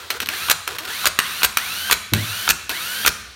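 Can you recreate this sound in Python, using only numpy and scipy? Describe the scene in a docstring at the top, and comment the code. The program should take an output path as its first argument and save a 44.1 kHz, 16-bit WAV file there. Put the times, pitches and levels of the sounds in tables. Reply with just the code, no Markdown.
"""Over a low rumble and the dying ring of a hard-walled utility room, a cordless drill creeps and clicks.
Its hole saw is then blipped six times at a sheet-metal cabinet; the second pull also follows a creep.
On each pull the slack closes with a click, meshing gears whine upwards over the rush of the motor, and
the brake stops the spindle with a knock and a ratcheting clatter. Once the cabinet booms in its low
panel modes. The room answers the drill with near echoes and a diffuse tail."""
import sys
import numpy as np
from scipy import signal
from scipy.fft import rfft, irfft
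from scipy.io import wavfile

SR = 44100
rng = np.random.default_rng(int(sys.argv[2]) if len(sys.argv) > 2 else 0)


def wrap_up_sound(samples):
    """Save the sound to the file named by the first command line argument, as 16-bit audio."""
    columns = np.atleast_2d(samples).T
    # keep every value between -1 and 1, then stretch to whole-number steps
    tamed = np.clip(columns, -1, 1)
    steps = np.round(tamed * 32767).astype(np.int16)
    wavfile.write(sys.argv[1], SR, steps)


N = 147735
TIME = np.arange(N) / SR

# Spectral envelopes, shape only: f/Hz, level/dB
RUMBLE_SPECTRUM = [(20, -66), (40, -37), (65, 2), (100, 3.5), (150, -23.5), (400, -13), (1500, -18),
                   (4000, -8), (15000, -40)]
GRIND_SPECTRUM = [(100, -15.5), (300, -7.5), (500, 0.5), (750, -5), (1400, 6), (2100, -0.5), (4000, -0.5),
                  (5200, -6.5), (9500, -10.5), (15500, -13.5)]
CLICK_SPECTRUM = [(88, -54), (150, -24), (457, -13.5), (689, -20), (854, -10), (1190, -1), (1980, -5),
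                  (2450, 0), (3220, -4), (3490, -8), (4160, -2), (4950, -12), (5360, -7), (7470, -15.5),
                  (9630, -13), (10400, -18), (11500, -9.5), (15100, -13.5), (16000, -28)]
RUSH_SPECTRUM = [(60, -34), (200, -14.5), (450, -11), (800, -8), (1150, -4), (1500, 4.5), (2000, -1.5),
                 (2800, 0.5), (3500, 1), (4200, 1), (5000, -13), (7000, -9.5), (16000, -23)]
BRUSH_SPECTRUM = [(2650, -29.5), (4500, 1), (5060, -5.5), (5930, -1.5), (6590, -8), (7220, -8), (7650, -17),
                  (9210, 0), (9660, -3.5), (10200, -10), (11500, -2), (13900, -7), (15100, -4.5),
                  (16000, -13)]
KNOCK_SPECTRUM = [(150, -10.5), (600, -13), (1000, 7), (1600, 3.5), (1900, -11), (2250, -1), (2800, 2),
                  (3600, -2), (4800, -17), (8000, -30), (16000, -30)]
LOCK_SPECTRUM = [(59, -11), (100, -27), (249, -21.5), (513, -8.5), (768, -10), (1170, -2.5), (1580, 1),
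                 (2000, -3.5), (2520, 1), (2930, -4), (3250, -1.5), (3860, -1.5), (4290, -1.5),
                 (5080, -7.5), (6290, -6.5), (6840, -5), (7770, -11), (9210, -6.5), (10200, -13),
                 (12100, -6), (14400, -7.5), (16000, -18.5)]
SHUDDER_SPECTRUM = [(50, -20), (100, -0.5), (200, -1.5), (330, -7.5), (450, -18), (600, -15.5), (900, -31),
                    (2000, -55)]

# Half-pressed trigger: start t/s, end t/s, grind level/dB, whistle level/dB, final gear f/Hz
HALF_PULLS = [(0.098, 0.182, -33.5, -50, 516.2), (0.214, 0.239, -29, -36, 297.7),
              (0.286, 0.368, -36, -60, 455.8), (0.671, 0.772, -33, -52, 540),
              (0.798, 0.926, -35.5, -60, 475.2), (2.695, 2.73, -32, -60, 395.8)]
# Slack closing in chuck and gears: t/s, level/dB, decay t/s
SLACK_CLICKS = [(.1035, -14, 0.0079), (.202, -14.5, 0.0048), (.219, -23, 0.0054), (.2595, -21, 0.0039),
                (.2715, -18.5, 0.0011), (.2875, -12, 0.0038), (.6765, -14, 0.0037), (.7845, -18.5, 0.0084),
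                (.835, -30.5, .003), (.852, -22, 0.0043), (.874, -28, 0.0022), (1.1888, 3.5, 0.002),
                (1.571, -2, 0.0029), (1.586, -19, 0.0035), (2.1353, -2, 0.0026), (2.6935, -13.5, 0.0041),
                (2.701, -16.5, .003), (2.7145, -21, .003)]
# Modes of the steel saw cup: f/Hz, level/dB, T60/s
CUP_MODES = [(6430, -60, .2), (8300, -52, .16), (10470, -59, .14)]
# Full trigger pulls: start t/s, lock t/s, first gear f/Hz, limiting gear f/Hz, spin-up constant t/s
PULLS = [(.288, .498, 344, 1555, .088), (.875, 1.0556, 588, 1540, .108), (1.189, 1.4318, 575, 1555, .104),
         (1.571, 1.9112, 722, 1690, .148), (2.135, 2.4898, 646, 1675, .15),
         (2.693, 3.0617, 590, 1700, .135)]
# Relative strength of each pull: rush level/dB, brake knock level/dB, clatter level/dB
PULL_LEVELS = [(0.5, -14, -1), (1, -14.5, -2.5), (-1, -13, -1), (0, -14.5, -1), (0, -9, -2),
               (0.5, -10, -0.5)]
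# Gear whine ahead of the housing: harmonic number, level/dB
MESH_HARMONICS = [(1, -33.5), (2, -32), (3, -35), (4, -40.5), (5, -46)]
# Response of the housing to the whine: f/Hz, level/dB
HOUSING_RESPONSE = [(300, -19), (500, -14), (800, -14), (1100, -10), (1350, -4), (1600, 1), (2100, -2),
                    (2450, -5), (3000, -1), (3500, -3), (4050, 0), (4500, -7), (5000, -13), (8000, -18)]
# Contacts of the spindle lock at each stop: delay t/s, relative level/dB, decay t/s
LOCK_CONTACTS = [(0, -1, .0028), (.0092, -2, 0.0017), (0.0134, -3, .003), (0.0164, -1, 0.0028)]
# Soft bumps on the cabinet: t/s, level/dB
PANEL_BUMPS = [(2.12, -4), (2.129, 0.5), (2.138, 2.5), (2.149, -21)]
# Modes of the cabinet panel: f/Hz, level/dB, T60/s
CABINET_MODES = [(73, -33, 0.39), (97, -29.5, 0.55), (108.3, -24.5, 0.46), (127, -31, .3),
                 (169.3, -23, 0.28), (214.2, -31.5, .3), (304, -26, 0.25), (347, -28, 0.13)]
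# Reflections from near surfaces: delay t/s, level/dB
NEAR_ECHOES = [(.0041, -23), (.0068, -21.5), (0.0121, -14)]
# Diffuse tail of the room: f/Hz, T60/s, level/dB
ROOM_TAIL = [(102, 0.85, 10.5), (510, 0.44, -8.5), (1500, 0.77, -10.5), (4000, 0.76, -13),
             (7800, 0.68, -11), (15000, 0.59, -19.5)]

LINGER_DB, LINGER_T60_S, RUMBLE_DB = -35.5, 0.93, -44.5
WHISTLE_HZ, GROWL_DB = 5660, -10   # growl relative to the grind
STRIKE_ATTACK_S, CRACK_DB = 0.00076, 11.5   # crack relative to the rattle after it
FULL_SPEED_HZ, TEETH_PER_TURN = 1600, 7.4
RUSH_DB, BRUSH_DB, UNBALANCE_DB = -30.5, -31, -51   # base levels at full speed
PITCH_WOBBLE, WHINE_FLUTTER, RUSH_FLUTTER, FLUTTER_HZ = .005, .55, 0.2, 110
KNOCK_LEAD_S, KNOCK_DECAY_S = 0.01295, 0.0037   # the brake bites just before the lock
SHUDDER_DB, SHUDDER_RISE_S, SHUDDER_DECAY_S = -18, 0.013, 0.057


def from_db(db):
    return 10 ** (np.asarray(db) / 20)


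def at_hz(points, hz, column=1):
    """Interpolation of a table column on a log-frequency axis."""
    table = np.array(points)
    return np.interp(np.log(np.maximum(hz, 1)), np.log(table[:, 0]), table[:, column])


def coloured(x, spectrum, size=8192):
    """Minimum-phase filtering to a spectral envelope; white noise keeps its power."""
    cepstrum = irfft(np.log(from_db(at_hz(spectrum, np.fft.rfftfreq(size, 1 / SR)))))
    cepstrum[1:size // 2] *= 2
    cepstrum[size // 2 + 1:] = 0
    response = irfft(np.exp(rfft(cepstrum)))
    return signal.fftconvolve(x, response / np.linalg.norm(response))[:N]


def noise(spectrum):
    return coloured(rng.standard_normal(N), spectrum)


def drift(hz):
    """Random modulation: low-passed noise of unit RMS."""
    slow = signal.sosfilt(signal.butter(2, hz, fs=SR, output="sos"), rng.standard_normal(N))
    return slow / np.sqrt(np.mean(slow ** 2) + 1e-20)


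def gate(start, end, ramp_s=0.004):
    """Trapezoidal envelope between two times."""
    return np.clip((TIME - start) / ramp_s, 0, 1) * np.clip((end - TIME) / ramp_s, 0, 1)


def ring(force, modes):
    """Modal superposition: a unit impulse sets each damped resonator ringing at its level."""
    ringing = 0
    for hz, db, t60 in modes:
        radius, angle = from_db(-60 / (t60 * SR)), 2 * np.pi * hz / SR
        feedback = [1, -2 * radius * np.cos(angle), radius ** 2]
        ringing += from_db(db) * signal.lfilter([0, np.sin(angle)], feedback, force + 1e-18)
    return ringing


def background():
    """Reverberation still in the room at the start decays exponentially over a steady rumble."""
    fade = from_db(LINGER_DB - 60 * TIME / LINGER_T60_S)
    return fade * noise(GRIND_SPECTRUM) + from_db(RUMBLE_DB) * noise(RUMBLE_SPECTRUM)


def creeping_gears(first_share=.6):
    """Slow tooth contact grinds and growls upwards; the speed control excites a whistle in the windings."""
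    grind_gain, whistle_gain, mesh_hz = np.zeros((3, N))
    for start, end, grind_db, whistle_db, final_hz in HALF_PULLS:
        on = gate(start, end)
        grind_gain += from_db(grind_db) * on
        whistle_gain += from_db(whistle_db) * on
        mesh_hz += (on > 0) * final_hz * np.interp(TIME, [start, end], [first_share, 1])
    phase = 2 * np.pi * np.cumsum(mesh_hz) / SR
    growl = from_db(GROWL_DB) * sum(np.sin(k * phase) for k in (1, 2, 3))
    grind = noise(GRIND_SPECTRUM) * (1 + .4 * drift(hz=160))
    return grind_gain * (grind + growl) + whistle_gain * np.sin(2 * np.pi * WHISTLE_HZ * TIME)


def strikes(contacts, size=2400):
    """Impact of steel on steel: an impulsive crack and a dense rattle that dies within milliseconds."""
    power, crack = np.zeros((2, N + size))
    age = np.arange(size) / SR
    attack = np.minimum(age / STRIKE_ATTACK_S, 1)
    for t, db, decay in contacts:
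        onset = int(t * SR)
        power[onset:onset + size] += (from_db(db) * attack * np.exp(-age / decay)) ** 2
        crack[int((t + STRIKE_ATTACK_S) * SR)] += from_db(db + CRACK_DB)
    return np.sqrt(power[:N]) * rng.standard_normal(N) + crack[:N]


def backlash():
    """Slack in chuck and gears closes in impacts, which excite the modes of the saw cup."""
    clicks = strikes(SLACK_CLICKS)
    return coloured(clicks, CLICK_SPECTRUM) + ring(clicks, CUP_MODES)


def motor():
    """Periodic tooth meshing gives a harmonic whine; it, the rush and the brush hiss grow with speed."""
    mesh_hz, rush_gain, tone_gain = np.zeros((3, N))
    for (start, lock, first_hz, limit_hz, spin_up), (rush_db, _, _) in zip(PULLS, PULL_LEVELS):
        climb = 1 - np.exp(-np.maximum(TIME - start, 0) / spin_up)
        mesh_hz += (first_hz + (limit_hz - first_hz) * climb) * (TIME >= start) * (TIME < lock)
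        rush_gain += from_db(rush_db) * gate(start, lock)
        tone_gain += gate(start, lock - KNOCK_LEAD_S)
    speed = mesh_hz / FULL_SPEED_HZ
    phase = 2 * np.pi * np.cumsum(mesh_hz * (1 + PITCH_WOBBLE * drift(FLUTTER_HZ / 2))) / SR
    whine = 0
    for k, db in MESH_HARMONICS:
        amplitude = from_db(db + at_hz(HOUSING_RESPONSE, k * mesh_hz))
        whine += amplitude * np.sin(k * phase) * (1 + WHINE_FLUTTER * drift(FLUTTER_HZ))
    rotor = np.sin(phase / TEETH_PER_TURN)   # unbalance: one cycle per turn
    tones = speed ** .15 * whine + from_db(UNBALANCE_DB) * speed ** 2 * rotor
    rush = from_db(RUSH_DB) * speed ** .23 * noise(RUSH_SPECTRUM)
    hiss = from_db(BRUSH_DB) * speed * noise(BRUSH_SPECTRUM)
    flutter = 1 + RUSH_FLUTTER * (rotor + drift(hz=350)) / 2
    return rush_gain * (rush + hiss) * flutter + tone_gain * tones


def brake():
    """The brake bites with one impact; repeated impacts of the spindle lock then ring the saw cup."""
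    contacts, bites = [], []
    for (_, lock, *_), (_, knock_db, clatter_db) in zip(PULLS, PULL_LEVELS):
        contacts += [(lock + delay, clatter_db + db, decay) for delay, db, decay in LOCK_CONTACTS]
        bites.append((lock - KNOCK_LEAD_S, knock_db, KNOCK_DECAY_S))
    chatter = strikes(contacts)
    knocks = coloured(strikes(bites), KNOCK_SPECTRUM)
    return knocks + coloured(chatter, LOCK_SPECTRUM) + ring(chatter, CUP_MODES)


def cabinet(half_width_s=0.0015):
    """Soft triangular force pulses excite the panel's low modes and a dense, quickly damped shudder."""
    force = sum(from_db(db) * np.maximum(1 - np.abs((TIME - t) / half_width_s - 1), 0)
                for t, db in PANEL_BUMPS)
    boom = ring(force / (half_width_s * SR), CABINET_MODES)
    age = np.maximum(TIME - PANEL_BUMPS[0][0], 0)
    envelope = np.minimum(age / SHUDDER_RISE_S, 1) * np.exp(-age / SHUDDER_DECAY_S)
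    return boom + from_db(SHUDDER_DB) * envelope * noise(SHUDDER_SPECTRUM)


def room(x, bands=12, build_s=0.004):
    """Reflection at hard walls: a few near echoes, then a diffuse tail with a decay time for each band."""
    age, hz = TIME[:SR], np.fft.rfftfreq(SR, 1 / SR)
    white, tail = rfft(rng.standard_normal(SR)), 0
    edges_hz = np.geomspace(60, 18000, bands + 1)
    for low, high in zip(edges_hz, edges_hz[1:]):
        centre = np.sqrt(low * high)
        t60, db = at_hz(ROOM_TAIL, centre), at_hz(ROOM_TAIL, centre, column=2)
        band = irfft(white * (hz >= low) * (hz < high), SR)
        fade = from_db(-60 * age / t60) * np.minimum(age / build_s, 1)
        tail += from_db(db) * band * fade / np.linalg.norm(fade)
    echoes = sum(from_db(db) * np.pad(x, (round(delay * SR), 0))[:N] for delay, db in NEAR_ECHOES)
    return echoes + signal.fftconvolve(x, tail)[:N]


def scene():
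    """Superposition of background, drill, its reflections and cabinet, the same in both channels."""
    drill = creeping_gears() + backlash() + motor() + brake()
    mono = background() + drill + room(drill) + cabinet()
    return np.array([mono, mono])


def record(dry, overload=0.7, low_hz=46, high_hz=15900):
    """Clipping flattens the loudest clacks; band limiting cuts the deep bass and the top."""
    clipped = np.clip(dry, -overload, overload)
    thinned = signal.sosfilt(signal.butter(4, low_hz, "high", fs=SR, output="sos"), clipped)
    return signal.sosfilt(signal.ellip(10, .2, 70, high_hz, fs=SR, output="sos"), thinned)


dry = scene()
out = record(dry)
wrap_up_sound(out)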